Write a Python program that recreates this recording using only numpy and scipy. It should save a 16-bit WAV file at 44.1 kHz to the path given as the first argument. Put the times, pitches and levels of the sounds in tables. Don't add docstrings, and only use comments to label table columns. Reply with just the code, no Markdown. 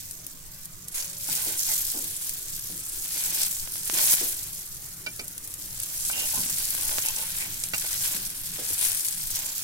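import sys
import numpy as np
from scipy import signal
from scipy.io import wavfile
from scipy.ndimage import uniform_filter1d

SR = 44100
rng = np.random.default_rng(int(sys.argv[2]) if len(sys.argv) > 2 else 0)


def elevation(decibels):
    levels = np.asarray(decibels, float)
    return 10 ** (levels / 20)


def waveform_to_disk(signal):
    frames = np.transpose(np.atleast_2d(signal))
    scaled = np.clip(frames, -1, 1) * 32767
    samples = np.round(scaled).astype(np.int16)
    wavfile.write(sys.argv[1], SR, samples)


N = 424683
LAG = 8

# (time [s], pitch of the commonest bubble [Hz],
# how far it stands out of the fizz [dB], left minus right [dB])
SPOT = [(.9, 10200, -4, -2), (1.0, 6130, 3, -1.5), (1.3, 9600, -1, -0.5), (3.4, 8800, 0.5, 0),
        (4.0, 9700, 1, -0.5), (6.3, 10200, 0.5, 0), (7.8, 8440, 1, 0.5), (8.5, 9600, 0, 0.5),
        (8.9, 9900, 5, 4), (9.63, 8800, -5.5, -2)]
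# (frequency [Hz], relative level [dB], decay by 60 dB [s])
PAN = [(360, -0.5, 0.05), (635, -6, 0.1), (895, 2, 0.05), (1030, 0, 0.045), (1500, 6, 0.05),
       (2050, -4, 0.045), (2344, 5.5, 0.08), (2520, 4, 0.05), (2780, 5, 0.04), (3120, 5, 0.025),
       (3930, 5, 0.025), (4680, 5, 0.036), (5230, -0.5, 0.036), (6090, 0, .02)]


def evened(x):
    return x / np.sqrt(np.mean(x ** 2) + 1e-20)


def read(points, hz):
    f, value = np.transpose(points)
    return np.interp(np.log(hz + 1), np.log(f + 1), value)


def add(mix, s, sound):
    part = mix[:, round(s * SR):][:, :sound.shape[1]]
    part += sound[:, :part.shape[1]]


def band(x, hz, width_hz):
    return signal.lfilter(*signal.iirpeak(np.clip(hz, 50, 18000), max(hz / width_hz, .3), SR), x)


def bowl(x, pan_db, t60, echo_db, lag=LAG):
    t = np.arange(round(.06 * SR)) / SR
    shared, left, right = rng.standard_normal((3, len(t)))
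    low = signal.butter(1, 900, fs=SR)
    echoes = np.array([own + signal.lfilter(*low, shared - own) for own in (left, right)])
    echoes *= elevation(-60 * t / t60) * (t > .0005)
    echoes *= elevation(echo_db) / np.linalg.norm(echoes, axis=1)[:, None]
    echoes[0, lag] += elevation(pan_db / 2)
    echoes[1, 0] += elevation(-pan_db / 2)
    return signal.oaconvolve(x[None], echoes, axes=1)


def swells(rows, t):
    s, db, rise, fall = np.transpose(rows)[:4, :, None]
    return db - 10 * np.where(t < s, (s - t) / abs(rise), (t - s) / abs(fall))


def liveliness(t):
    # (time [s], relative level of the fizz of small bubbles [dB])
    simmer = [(0, -42.5), (.33, -47), (.94, -48), (1.25, -42), (2.1, -35), (2.9, -38.5), (3.75, -42),
              (4.85, -44.5), (5.55, -42.5), (5.96, -34), (6.25, -30), (7.06, -31.5), (7.4, -36.5),
              (7.6, -38.5), (8.43, -43), (9.13, -37), (9.63, -34)]
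    # (peak time [s], relative peak level [dB],
    # time to rise 10 dB [s, sign ignored], time to fall 10 dB [s, sign ignored], extra dull sizzle [dB])
    flares = [(0.944, -36, -0.01, 0.3, 8.5), (.98, -31.5, -0.0452, 0.07, 0.5), (1.32, -28, -0.07, .5, 0),
              (1.71, -27.5, -0.14, 0.24, -4.5), (3.18, -30, 0.2, 0.56, 1), (3.425, -27.5, 0.17, 0.13, -1.5),
              (3.975, -25.5, 0.1, 0.36, 2), (4.133, -22.5, 0.16, 0.016, -3.5), (4.2, -28, 0.06, 0.13, 1),
              (7.426, -36.5, 1, 0.4, 13), (7.74, -31.5, 0, 0.49, 4), (8.059, -28.5, 0.16, 0.22, 3),
              (8.57, -36.5, 0.2, 1.5, 9), (8.83, -26.5, 0.12, 0.23, 0), (9.08, -42, 0.1, -0.4, -9),
              (9.371, -36.5, 0.06, 0.1, 23)]
    power = elevation(np.vstack([np.interp(t, *np.transpose(simmer)), swells(flares, t)])) ** 2
    fizz_db = 10 * np.log10(power.sum(0))
    extra_db = np.transpose(flares)[4] @ power[1:] / power.sum(0)
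    dull_db = -55 + 1.435 * (fizz_db + 38) + extra_db
    return fizz_db, dull_db


def bursts(per_s, spread_db, clump_db, echo_db, count):
    clumps = evened(uniform_filter1d(rng.standard_normal(N // 64 + 1), 8)).repeat(64)[:N]
    size = elevation(spread_db * np.minimum(rng.exponential(1, N), 4) + clump_db * clumps)
    size *= rng.random(N) < per_s / SR
    size *= rng.choice([-1., 1.], N)
    spot = rng.integers(0, count, N)
    out = np.zeros((2, N))
    for k, (height, side) in enumerate(rng.uniform(-1.083, 1, (count, 2))):
        clicks = size * (spot == k)
        clicks = 0.28 * clicks + band(clicks, 9500 + 5500 * height, 3300)
        out += bowl(clicks, 2 + 14 * side, .03, echo_db, lag=LAG + round(5 * side))[:, :N]
    return evened(out)


def sizzle():
    # (frequency [Hz], relative level per Hz [dB])
    fizz_tone = [(1500, -34.5), (3000, -14), (5000, -4.5), (7000, -0.5), (8500, 1), (11000, 0),
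                 (13500, -0.5), (15500, -3.5), (16500, -7.5)]
    # (frequency [Hz], relative level per Hz [dB])
    dull_tone = [(300, -9), (800, -3.5), (1500, 1.5), (2500, 6.5), (3800, 5), (5500, 4.5), (9000, -12)]
    surge_db, tint_db = .8, 1.2

    def whitened(z):
        return z / np.sqrt(uniform_filter1d(np.mean(abs(z) ** 2, (0, 2)), 9))[:, None]

    hz, t, small = signal.stft(bursts(4500, 3.8, 1.3, 1, count=24), SR, nperseg=256, noverlap=192)
    large = signal.stft(bursts(3000, 4, 1.5, 4, count=10), SR, nperseg=256, noverlap=192)[2]
    small, large = whitened(small), whitened(large)
    fizz_db, dull_db = liveliness(t)

    s, *columns = np.transpose(SPOT)
    pitch, hump_db, pan_db = (np.interp(t, s, c) for c in columns)
    octaves = np.log2((hz[:, None] + 1) / pitch)
    hump = elevation(hump_db * np.exp(-(octaves / .25) ** 2))
    fizz = elevation(read(fizz_tone, hz))[:, None] * hump
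    dull = elevation(read(dull_tone, hz))[:, None]
    fizz, dull = (m / np.sqrt(np.sum(m ** 2, 0)) for m in (fizz, dull))

    surge = uniform_filter1d(rng.standard_normal(len(t)), 40)
    tint = rng.standard_normal(small.shape[1:])
    tint = uniform_filter1d(uniform_filter1d(tint, 12, 0), 70, 1)
    small *= elevation(surge_db * evened(surge) + tint_db * evened(tint))

    z = small * fizz * elevation(fizz_db + 1.5) * elevation([pan_db / 2, -pan_db / 2])[:, None]
    z += large * dull * elevation(dull_db + 1.5) * elevation([-.8, .8])[:, None, None]
    return signal.istft(z, SR, nperseg=256, noverlap=192)[1][:, :N]


def rumble():
    # (frequency [Hz], relative level per Hz [dB])
    room = [(8, 3.5), (24, -11), (40, -21), (60, -19.5), (90, -10), (125, -16.5), (177, -13), (225, -34),
            (270, -21), (450, -29), (750, -32), (1500, -29.5), (3000, -33.5)]
    # (time [s], level [dB])
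    room_course = [(0.0, -49), (8.39, -46), (9.63, -49.5)]
    # (frequency [Hz], correlation [0 to 1])
    likeness = [(25, 0.78), (60, 0.9), (130, 0.89), (300, 0.82), (700, 0.26), (2000, 0.18)]
    # (time [s], pitch [Hz], level [dB])
    whine = [(0.92, 549, -64), (1.274, 580, -63.5), (1.33, 590, -68)]
    frames, hz = N // 512 + 5, np.fft.rfftfreq(2048, 1 / SR)
    a, b, c, d, patches = rng.standard_normal((frames, 1025, 5)).T
    patches = evened(uniform_filter1d(uniform_filter1d(patches, 6, 0), 8, 1))
    same = np.clip(read(likeness, hz), -1, 1)[:, None]
    left = a + 1j * b
    right = same * left + np.sqrt(1 - same ** 2) * (c + 1j * d)
    z = np.array([left, right]) * elevation(read(room, hz)[:, None] + 2.6 * patches)
    out = evened(signal.istft(z, nperseg=2048, noverlap=1536)[1][:, :N])
    out *= elevation(np.interp(np.arange(N) / SR, *np.transpose(room_course)) + 2.0)

    s, pitch, db = np.transpose(whine)
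    t = np.arange(s[0], s[-1], 1 / SR)
    phase = 2 * np.pi * np.cumsum(np.interp(t, s, pitch)) / SR
    tone = elevation(np.interp(t, s, db) + 3.0) * np.sin(phase)
    add(out, s[0], np.tile(tone * signal.windows.tukey(len(t), .2), (2, 1)))
    return out


def snap(hz):
    turns = np.arange(round(3 * SR / hz)) * hz / SR
    crack = band(band(1. * (turns == 0), 9000, 14000), 9000, 14000)
    ringing = np.sin(2 * np.pi * turns) * np.sin(np.pi * np.sqrt(turns / turns[-1])) ** 2
    sound = ringing + 0.52 * crack
    return sound / abs(sound).max()


def spits():
    # (time [s], peak level before panning and echoes [dB], left minus right [dB])
    large_ones = [(0.1108, -17, 9), (0.2664, -20, 14), (0.6557, -20, 10), (0.8837, -17, -10),
                  (1.0019, -17, -4), (1.133, -24, -1), (1.7167, -12, 2), (2.0417, -16, -5),
                  (2.294, -12, 11), (2.594, -16, 1), (3.4328, -6.5, 9), (4.1147, -9, 0), (4.1322, -5.5, 3),
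                  (4.1379, -3, 2), (4.592, -19, 0), (5.162, -21, 0), (5.2803, -16, 3), (5.3796, -16, 2),
                  (5.4752, -18, 2), (5.5399, -15, 4), (5.8005, -11, 1), (5.834, -11, 1), (6.7045, -11, 5),
                  (6.8814, -11, 1), (7.0608, -7, 4), (7.0858, -10, 3), (7.1635, -14, 7), (7.6374, -10, -2),
                  (7.7803, -11, 0), (7.93, -12, 5), (8.7912, -12, 4), (8.842, -7, 4), (8.8499, -8, 6),
                  (8.9177, -9, 7), (8.9484, -12, 5), (8.9956, -13, 4), (9.0077, -14, 3), (9.048, -12, 4),
                  (9.0656, -13, 5), (9.0844, -12, -2), (9.2706, -15, 2), (9.359, -14, 0), (9.4604, -14, -6),
                  (9.5804, -12, 3)]
    out = np.zeros((2, N))
    when, size, side = rng.random((round(50 * N / SR), 3)).T
    when = when * N / SR
    crackle_db = liveliness(when)[0] * .7 - 4 * np.log(size + .1) - 5
    for s, db, pan_db in [*large_ones, *zip(when, crackle_db, 14 * side - 4)]:
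        hz = np.interp(s, *np.transpose(SPOT)[:2]) * rng.uniform(.9, 1.3)
        add(out, s, elevation(db + 1.5) * bowl(snap(hz), pan_db, .028, 2))
    return out


def ring(weight_db):
    t = np.arange(round(.15 * SR)) / SR
    hz, db, t60 = np.transpose(PAN)[:, :, None]
    return (elevation(db + weight_db - 60 * t / t60) * np.sin(2 * np.pi * hz * t)).sum(0)


def scrapes():
    # (start [s], length [s], level of the slips before
    # panning and echoes [dB], gain of the blade's song [dB], starting pitch of the song [Hz])
    strokes = [(0.951, 0.13, -58.5, 8, 2180), (1.341, 0.24, -51, 0, 2000), (1.677, 0.061, -47.5, 5, 2000),
               (1.938, 0.07, -51, -16, 1500), (3.099, 0.4, -52.5, 4.5, 2300), (3.93, 0.23, -44.5, -4, 2300),
               (6.105, 0.17, -44.5, 7.5, 2700), (6.328, 0.087, -43.5, -5, 2640),
               (6.769, 0.12, -49, 2, 2580), (6.889, 0.12, -43.5, -10, 1560), (7.027, 0.088, -45, 8, 2630),
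               (7.153, .1, -46.5, 2, 2570), (7.38, 0.1, -50.5, 10, 2200), (8.103, 0.056, -47.5, -16, 1520),
               (9.341, 0.21, -54, -2, 2070)]
    bend, song_hz = .06, 200
    out = np.zeros((2, N))
    body = ring(-12 * np.log2(np.transpose(PAN)[0][:, None] / 950) ** 2)
    body /= np.linalg.norm(body)
    hold = np.exp(-np.pi * song_hz / SR)
    for s, length, db, blade_db, hz in strokes:
        u = np.arange(0, length, 1 / SR) / length
        grip = evened(uniform_filter1d(rng.standard_normal(len(u)), 600))
        slips = elevation(3 * np.minimum(rng.exponential(1, len(u)), 4) + 1.5 * grip)
        slips *= rng.random(len(u)) < 2500 / SR
        slips = evened(slips * rng.choice([-1., 1.], len(u)))
        slips *= signal.windows.tukey(len(u), .4) * elevation(-4 * u)
        sound = signal.oaconvolve(slips, body)
        turn = np.exp(2j * np.pi * np.cumsum(hz * (1 + bend * u + 0.012 * grip)) / SR)
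        song = (turn * signal.lfilter([np.sqrt(2 - 2 * hold ** 2)], [1, -hold], slips / turn)).real
        rasp = 1.2 * band(slips, 2400, 2000)
        sound[:len(u)] += elevation(blade_db) * song + rasp
        add(out, s, elevation(db) * bowl(sound, -4, 0.06, -3))
    return out


def taps():
    # (time [s], peak level before panning and echoes [dB], pitch rung hardest [Hz],
    # distance from it at which modes are 6 dB weaker [octaves], time in which contact dies to 5 % [s])
    blows = [(1.287, -28, 1070, 0.84, 0.0071), (4.138, -16.5, 1500, 2.8, 0.003),
             (5.063, -21.5, 2400, 2.3, 0.022), (5.194, -23, 2600, 1.4, 0.013),
             (6.099, -22.5, 1500, 0.45, 0.008), (7.735, -14, 1720, 2.9, 0.022),
             (7.844, -28.5, 890, 0.87, 0.018), (7.6368, -22.5, 3500, 1.6, 0.0013)]
    out, t = np.zeros((2, N)), np.arange(5000) / SR
    modes = np.transpose(PAN)[0][:, None]
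    for s, db, hz, octaves, length in blows:
        chatter = 0.63 * rng.standard_normal(len(t)) * np.exp(-3 * t / length)
        chatter[0] = 1.5
        place_db = 2 * rng.standard_normal(modes.shape) - 6 * (np.log2(modes / hz) / octaves) ** 2
        ringing = signal.oaconvolve(chatter, ring(place_db))
        clack = band(chatter, hz * 1.6, 5000)
        sound = ringing[:len(t)] / abs(ringing).max() + 1.35 * clack / abs(clack).max()
        add(out, s, elevation(db) * bowl(sound / abs(sound).max(), -3.0, .06, -6))
    return out


def thuds():
    # (time [s], peak level before panning and echoes [dB],
    # pitch [Hz], time in which the puff dies to 5 % [s])
    soft_blows = [(1.291, -39.5, 184, 0.17), (1.46, -38, 326, 0.16), (1.938, -37.5, 312, 0.21),
                  (2.693, -39, 168, 0.081), (3.922, -35.5, 357, 0.17), (4.208, -34, 323, 0.15),
                  (5.066, -44.5, 294, 0.072), (5.189, -37.5, 393, 0.11), (6.371, -34, 200, 0.32),
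                  (8.144, -37.5, 180, 0.15), (8.581, -35.5, 355, 0.083), (8.699, -39.5, 377, 0.047)]
    out, t = np.zeros((2, N)), np.arange(round(.25 * SR)) / SR
    for s, db, hz, length in soft_blows:
        puff = rng.standard_normal(len(t)) * np.exp(-3 * t / length) * np.minimum(t / 0.0045, 1)
        puff = band(band(puff, hz, 0.5 * hz), hz, 7.5 * hz)
        add(out, s, elevation(db) * bowl(puff / abs(puff).max(), -0.7, 0.029, -7.5))
    return out


def ticks():
    # (time [s], level, 4 dB raised on the right and 18 dB cut on the left [dB])
    droplets = [(3.6755, -19.5), (3.758, -20.5), (3.8988, -7.5), (6.749, -17.5), (6.8936, -15.5),
                (6.9847, -6.5)]
    out, t = np.zeros((2, N)), np.arange(-20, 400) / SR
    push = np.exp(-(t / .00004) ** 2) - .04 * np.exp(-t / .001) * (t > 0)
    for s, db in droplets:
        add(out, s + t[0], elevation(db + np.array([[-18.], [4.]])) * push)
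    return out


def scene():
    return sizzle() + rumble() + spits() + scrapes() + taps() + thuds() + ticks()


def band_limit(x):
    return signal.sosfilt(signal.butter(12, 16980, fs=SR, output="sos"), x)


def record(dry):
    lowpass = signal.firwin(201, 15950, window=("kaiser", 5), fs=SR)
    mix = signal.oaconvolve(dry, lowpass[None], "same")
    return band_limit(mix)


dry = scene()
out = record(dry)
waveform_to_disk(out)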